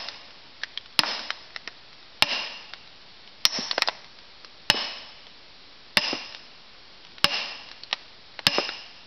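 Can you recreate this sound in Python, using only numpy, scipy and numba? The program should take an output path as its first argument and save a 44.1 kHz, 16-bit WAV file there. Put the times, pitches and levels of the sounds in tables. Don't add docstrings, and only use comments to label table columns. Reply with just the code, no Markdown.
import sys
import numpy as np
from scipy import signal
from scipy.fft import rfft, irfft
from scipy.io import wavfile
from numba import njit

SR = 44100
rng = np.random.default_rng(int(sys.argv[2]) if len(sys.argv) > 2 else 0)


def master(y):
    cut = np.clip(np.atleast_2d(y).T, -1, 1)
    pcm = np.round(cut * 32767)
    wavfile.write(sys.argv[1], SR, pcm.astype(np.int16))


N = 399546

# (time [s], wedge struck, strength [dB], low-mode level [dB], high-mode level [dB])
BLOWS = [(-.26, "main", 22, -3, 0.5), (0.9911, "main", 18, -5.5, 0), (2.2233, "main", 20.5, 5, -0.5),
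         (3.4523, "bright", 24, -1, -14), (4.7001, "side", 15.5, -3, 6), (5.9710, "main", 18.5, 3.5, 3.5),
         (7.2434, "main", 20, 5, 0), (8.4674, "main", 19.5, 6, 3.5)]
WEDGE_MODES = {"main": [(2420, 79, -5.5), (2794, 140, 2.5), (5118, 130, 6.5), (5810, 18, -7.5)],
               "bright": [(4400, 120, -8), (5230, 120, 8), (5490, 100, 9), (5760, 50, 3)],
               "side": [(2580, 25, 10.5), (2950, 150, 13), (5190, 83, 7)]}
WEDGE_SEATS = {"main": (10.2, 9, 1.3), "bright": (-5.5, -8, -3.5), "side": (15.8, 9, 3.5)}
# (frequency [Hz], bandwidth [Hz], relative level [dB])
LOG_MODES = [(125, 60, -2), (185, 58, 2), (299, 20, 3), (598, 19, 4), (653, 62, -7), (880, 51, 3.5),
             (1123, 120, 0.5), (1810, 170, 2.5), (2332, 50, -15.5)]
# (frequency [Hz], level [dB])
CRACK_SPECTRUM = [(40, -24), (130, -31), (220, -11.5), (400, -28), (620, -15), (1000, -7.5), (1400, -12.5),
                  (1850, -7), (3500, -5.5), (4400, -2.5), (5800, -17.5)]
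# (frequency [Hz], level [dB])
ECHO_SPECTRUM = [(60, -3.5), (200, -5.5), (450, 8), (900, -2), (2000, -6), (5500, -7.5)]
# (frequency [Hz], relative level [dB])
AIR_SPECTRUM = [(15, -41.5), (25, -0.5), (65, -5), (139, -5), (273, -5), (401, -5.5), (589, -5.5),
                (705, -5.5), (1740, -7.5), (1900, -7), (2860, -5.5), (4490, -2.5), (5500, -8),
                (7150, -66.5), (12100, -120)]
# (time [s], level [dB], resonance [Hz], height of the resonance [dB], bass level [dB])
SNAPS = [(0.083, -20, 5230, 13, -14), (0.632, -14.5, 1870, 16, -7), (0.772, -19, 3270, 20.5, -12.5),
         (1.19, -23.5, 5170, -3, -1), (1.302, -15, 1520, 2, -5.5), (1.559, -21, 1980, 10, -2.5),
         (1.673, -17.5, 1800, 20, 9.5), (2.733, -25.5, 4520, -10, -2), (3.709, -12.5, 4400, 7.5, -2.5),
         (3.777, -8.5, 1800, 16, 15), (3.818, -5, 2000, 15, 1), (3.872, -14.5, 5050, 26, 13),
         (3.883, -8, 875, 7, 7.5), (4.444, -28, 5050, 15, 3), (6.345, -26, 3860, -6, -12),
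         (7.18, -32, 2740, 9, -4), (7.712, -27, 4360, 9, -6), (7.832, -26, 4480, 21, -18),
         (7.926, -9, 4040, -17, -1.5), (8.389, -21.5, 1014, 4.5, 8.5), (8.688, -19.5, 1500, 14, 12.5)]
# (frequency [Hz], level [dB])
WOOD_SPECTRUM = [(60, -38), (280, -4.5), (750, 3.5), (1800, 3), (3000, 2.5), (4300, 3.5), (5600, -3.5),
                 (9000, -53.5)]
# (time [s], level [dB], pitch [Hz], 60 dB decay time of the chatter [s])
KNOCKS = [(1.035, 2, 1030, 0.055), (3.587, -19, 233, 0.083), (4.7441, -9.5, 330, 0.064),
          (6.13, -14, 305, 0.11), (8.584, -6.5, 450, 0.081)]

LOG_VARIATION = 0.06
BRITTLE_DB, BRITTLE_T60_S = -7.5, 0.038
RING_DB, RING_T60_S = -36.5, 0.12
FAR_DULL_HZ = 3800
AIR_DB = -50
SNAP_WIDTH_HZ, SNAP_BASS_HZ = 360, 1000
OVERTONE_RATIO, OVERTONE_DB = 2.7, -8
GROUND_S, GROUND_DB = 0.009, -16.5
WARNING_DB, WARNING_S = -19.5, 0.061
TWIGS_PER_S, TWIG_TOP_DB, TWIG_RANGE_DB = 3, -34, 10
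TWIG_LOW_HZ, TWIG_HIGH_HZ = 1800, 5600
PREAMP_HZ, TOP_HZ = 5850, 16200
LIMIT = 0.5


def undb(db):
    return 10 ** (np.asarray(db) / 20)


def unit(x):
    return x / np.sqrt(np.mean(np.abs(x) ** 2))


def fade(t, t60):
    return np.exp(-np.log(1000) * t / t60)


def axes(size):
    return np.arange(size) / SR, np.fft.rfftfreq(size, 1 / SR) + 1


def colour(f, points):
    hz, db = np.transpose(points)
    return undb(np.interp(np.log(f), np.log(hz), db))


def resonance(f, hz, width):
    return 1 / np.hypot(1, (f * f - hz * hz) / (f * width))


def ringing(f, modes):
    return np.sqrt(sum((undb(db) * resonance(f, hz, width)) ** 2 for hz, width, db in modes))


def shape(x, gain):
    cepstrum = irfft(np.log(gain + 1e-9))
    half = len(x) // 2
    cepstrum[1:half] *= 2
    cepstrum[half + 1:] = 0
    response = np.exp(rfft(cepstrum))
    return irfft(rfft(x) * response)


def burst(t, t60):
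    return rng.choice([-1., 1.], len(t)) * fade(t, t60)


def add(out, s, x):
    start = int(round(s * SR))
    x, start = x[max(-start, 0):], max(start, 0)
    out[start:start + len(x)] += x[:N - start]


def forest(t, near_db, far_db, near_t60, far_t60, build_s):
    near, far = rng.standard_normal((2, len(t)))
    far = signal.sosfilt(signal.butter(2, FAR_DULL_HZ, fs=SR, output="sos"), far)
    near_wash = undb(near_db) * near * fade(t, near_t60)
    far_wash = undb(far_db) * far * fade(t, far_t60)
    return (near_wash + far_wash) * (1 - np.exp(-t / build_s))


def blows():
    out = np.zeros(N)
    t, f = axes(size=65536)
    for s, wedge, db, low_db, high_db in BLOWS:
        crack_db, thump_db, echo_db = WEDGE_SEATS[wedge]
        log = ringing(f * (1 + LOG_VARIATION * rng.uniform(-1, 1)), LOG_MODES)
        log = log / np.hypot(1, (110 / f) ** 2)
        crack = undb(crack_db) * colour(f, CRACK_SPECTRUM) / np.hypot(1, (f / PREAMP_HZ) ** 8)

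        power, ring = crack ** 2, 0
        for hz, width, mode_db in WEDGE_MODES[wedge]:
            level_db = mode_db + (low_db if hz < 4000 else high_db)
            power = power + (undb(level_db + 10.5) * resonance(f, hz, width)) ** 2
            ring = ring + undb(RING_DB + level_db) * np.sin(2 * np.pi * hz * t) * fade(t, RING_T60_S)
        steel = unit(np.sqrt(power))

        contact = undb(-0.5) * burst(t, t60=0.011) + undb(-15) * burst(t, t60=0.065)
        crack_share = crack / np.sqrt(np.mean(power))
        brittle = undb(BRITTLE_DB) * shape(burst(t, BRITTLE_T60_S), crack_share)
        wash = forest(t, near_db=-33.5, far_db=-50.5, near_t60=0.87, far_t60=1.8, build_s=0.012)
        echo = shape(wash, colour(f, ECHO_SPECTRUM) * np.hypot(0.95, 0.74 * log))
        thump = undb(thump_db - 23) * shape(burst(t, t60=0.044), unit(log))
        struck = shape(contact + undb(echo_db) * echo, steel)
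        add(out, s, undb(db) * (struck + ring + brittle + thump))
    return out


def air():
    _, f = axes(size=N)
    gain = colour(f, AIR_SPECTRUM) / np.hypot(1, (f / 7000) ** 10)
    hush = irfft(rfft(rng.standard_normal(N)) * gain, N)
    return undb(AIR_DB) * unit(hush)


def snap(hz, ring_db, bass_db, build_s=0.002682, rise_s=0.00034):
    t, f = axes(size=32768)
    growth = np.exp(np.minimum(t - build_s, 0) / rise_s)
    after = np.maximum(t - build_s, 0)
    overtone = undb(OVERTONE_DB) * resonance(f, OVERTONE_RATIO * hz, SNAP_WIDTH_HZ)
    modes = resonance(f, hz, SNAP_WIDTH_HZ) + overtone
    wood = colour(f, WOOD_SPECTRUM) * undb(bass_db / (1 + (f / SNAP_BASS_HZ) ** 4))
    wood = unit(wood * (1 + undb(ring_db) * modes))
    click = growth * (burst(after, t60=0.013) + undb(-15) * burst(after, t60=0.05))
    click = click + undb(GROUND_DB) * np.interp(t - GROUND_S, t, click, left=0)
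    echo = forest(t, near_db=-32, far_db=-57, near_t60=0.54, far_t60=0.76, build_s=0.037)
    return shape(click + echo, wood)


def snaps(count=2):
    out = np.zeros(N)
    for s, db, hz, ring_db, bass_db in SNAPS:
        sound = undb(db) * snap(hz, ring_db, bass_db)
        add(out, s, sound)
        for lead, size in rng.random((count, 2)):
            add(out, s - lead * WARNING_S, size * undb(WARNING_DB) * sound)
    return out


def twigs():
    out = np.zeros(N)
    for when, pitch, size in rng.random((int(TWIGS_PER_S * N / SR), 3)):
        hz = TWIG_LOW_HZ + pitch * (TWIG_HIGH_HZ - TWIG_LOW_HZ)
        gain = undb(TWIG_TOP_DB + TWIG_RANGE_DB * (size - 1))
        add(out, when * N / SR, gain * snap(hz, ring_db=0, bass_db=-7.5))
    return out


def knocks():
    out = np.zeros(N)
    t, f = axes(size=16384)
    for s, db, hz, t60 in KNOCKS:
        body = resonance(f, hz, width=0.72 * hz)
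        body = body / np.hypot(1, (f / 2600) ** 2)
        body = body / np.hypot(1, (0.5 * hz / f) ** 2)
        push = 4 * (t == 0) + 0.22 * burst(t, t60) + undb(-34.5) * burst(t, t60=0.53)
        add(out, s, undb(db) * shape(push, unit(body)))
    return out


def scene():
    return np.tile(blows() + air() + snaps() + twigs() + knocks(), (2, 1))


@njit
def follow(x, attack, release):
    out, e = np.empty(len(x)), 0.
    for i in range(len(x)):
        e += (abs(x[i]) - e) * (attack if abs(x[i]) > e else release)
        out[i] = e
    return out


def record(dry, attack_s=0.00044, release_s=0.032, ceiling=0.63, offset=-0.0026, spill_db=-4):
    x = signal.sosfilt(signal.ellip(8, 0.3, 80, PREAMP_HZ, fs=SR, output="sos"), dry[0])
    envelope = follow(x, 1 / (attack_s * SR), 1 / (release_s * SR))
    limited = x * LIMIT / np.maximum(envelope, LIMIT)
    x = np.clip(limited, -ceiling, ceiling)
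    body = signal.sosfiltfilt(signal.butter(12, 6600, fs=SR, output="sos"), x)
    x = body + undb(spill_db) * (x - body)
    x = signal.sosfilt(signal.ellip(8, 0.2, 70, TOP_HZ, fs=SR, output="sos"), x)
    return np.tile(x + offset, (2, 1))


dry = scene()
out = record(dry)
master(out)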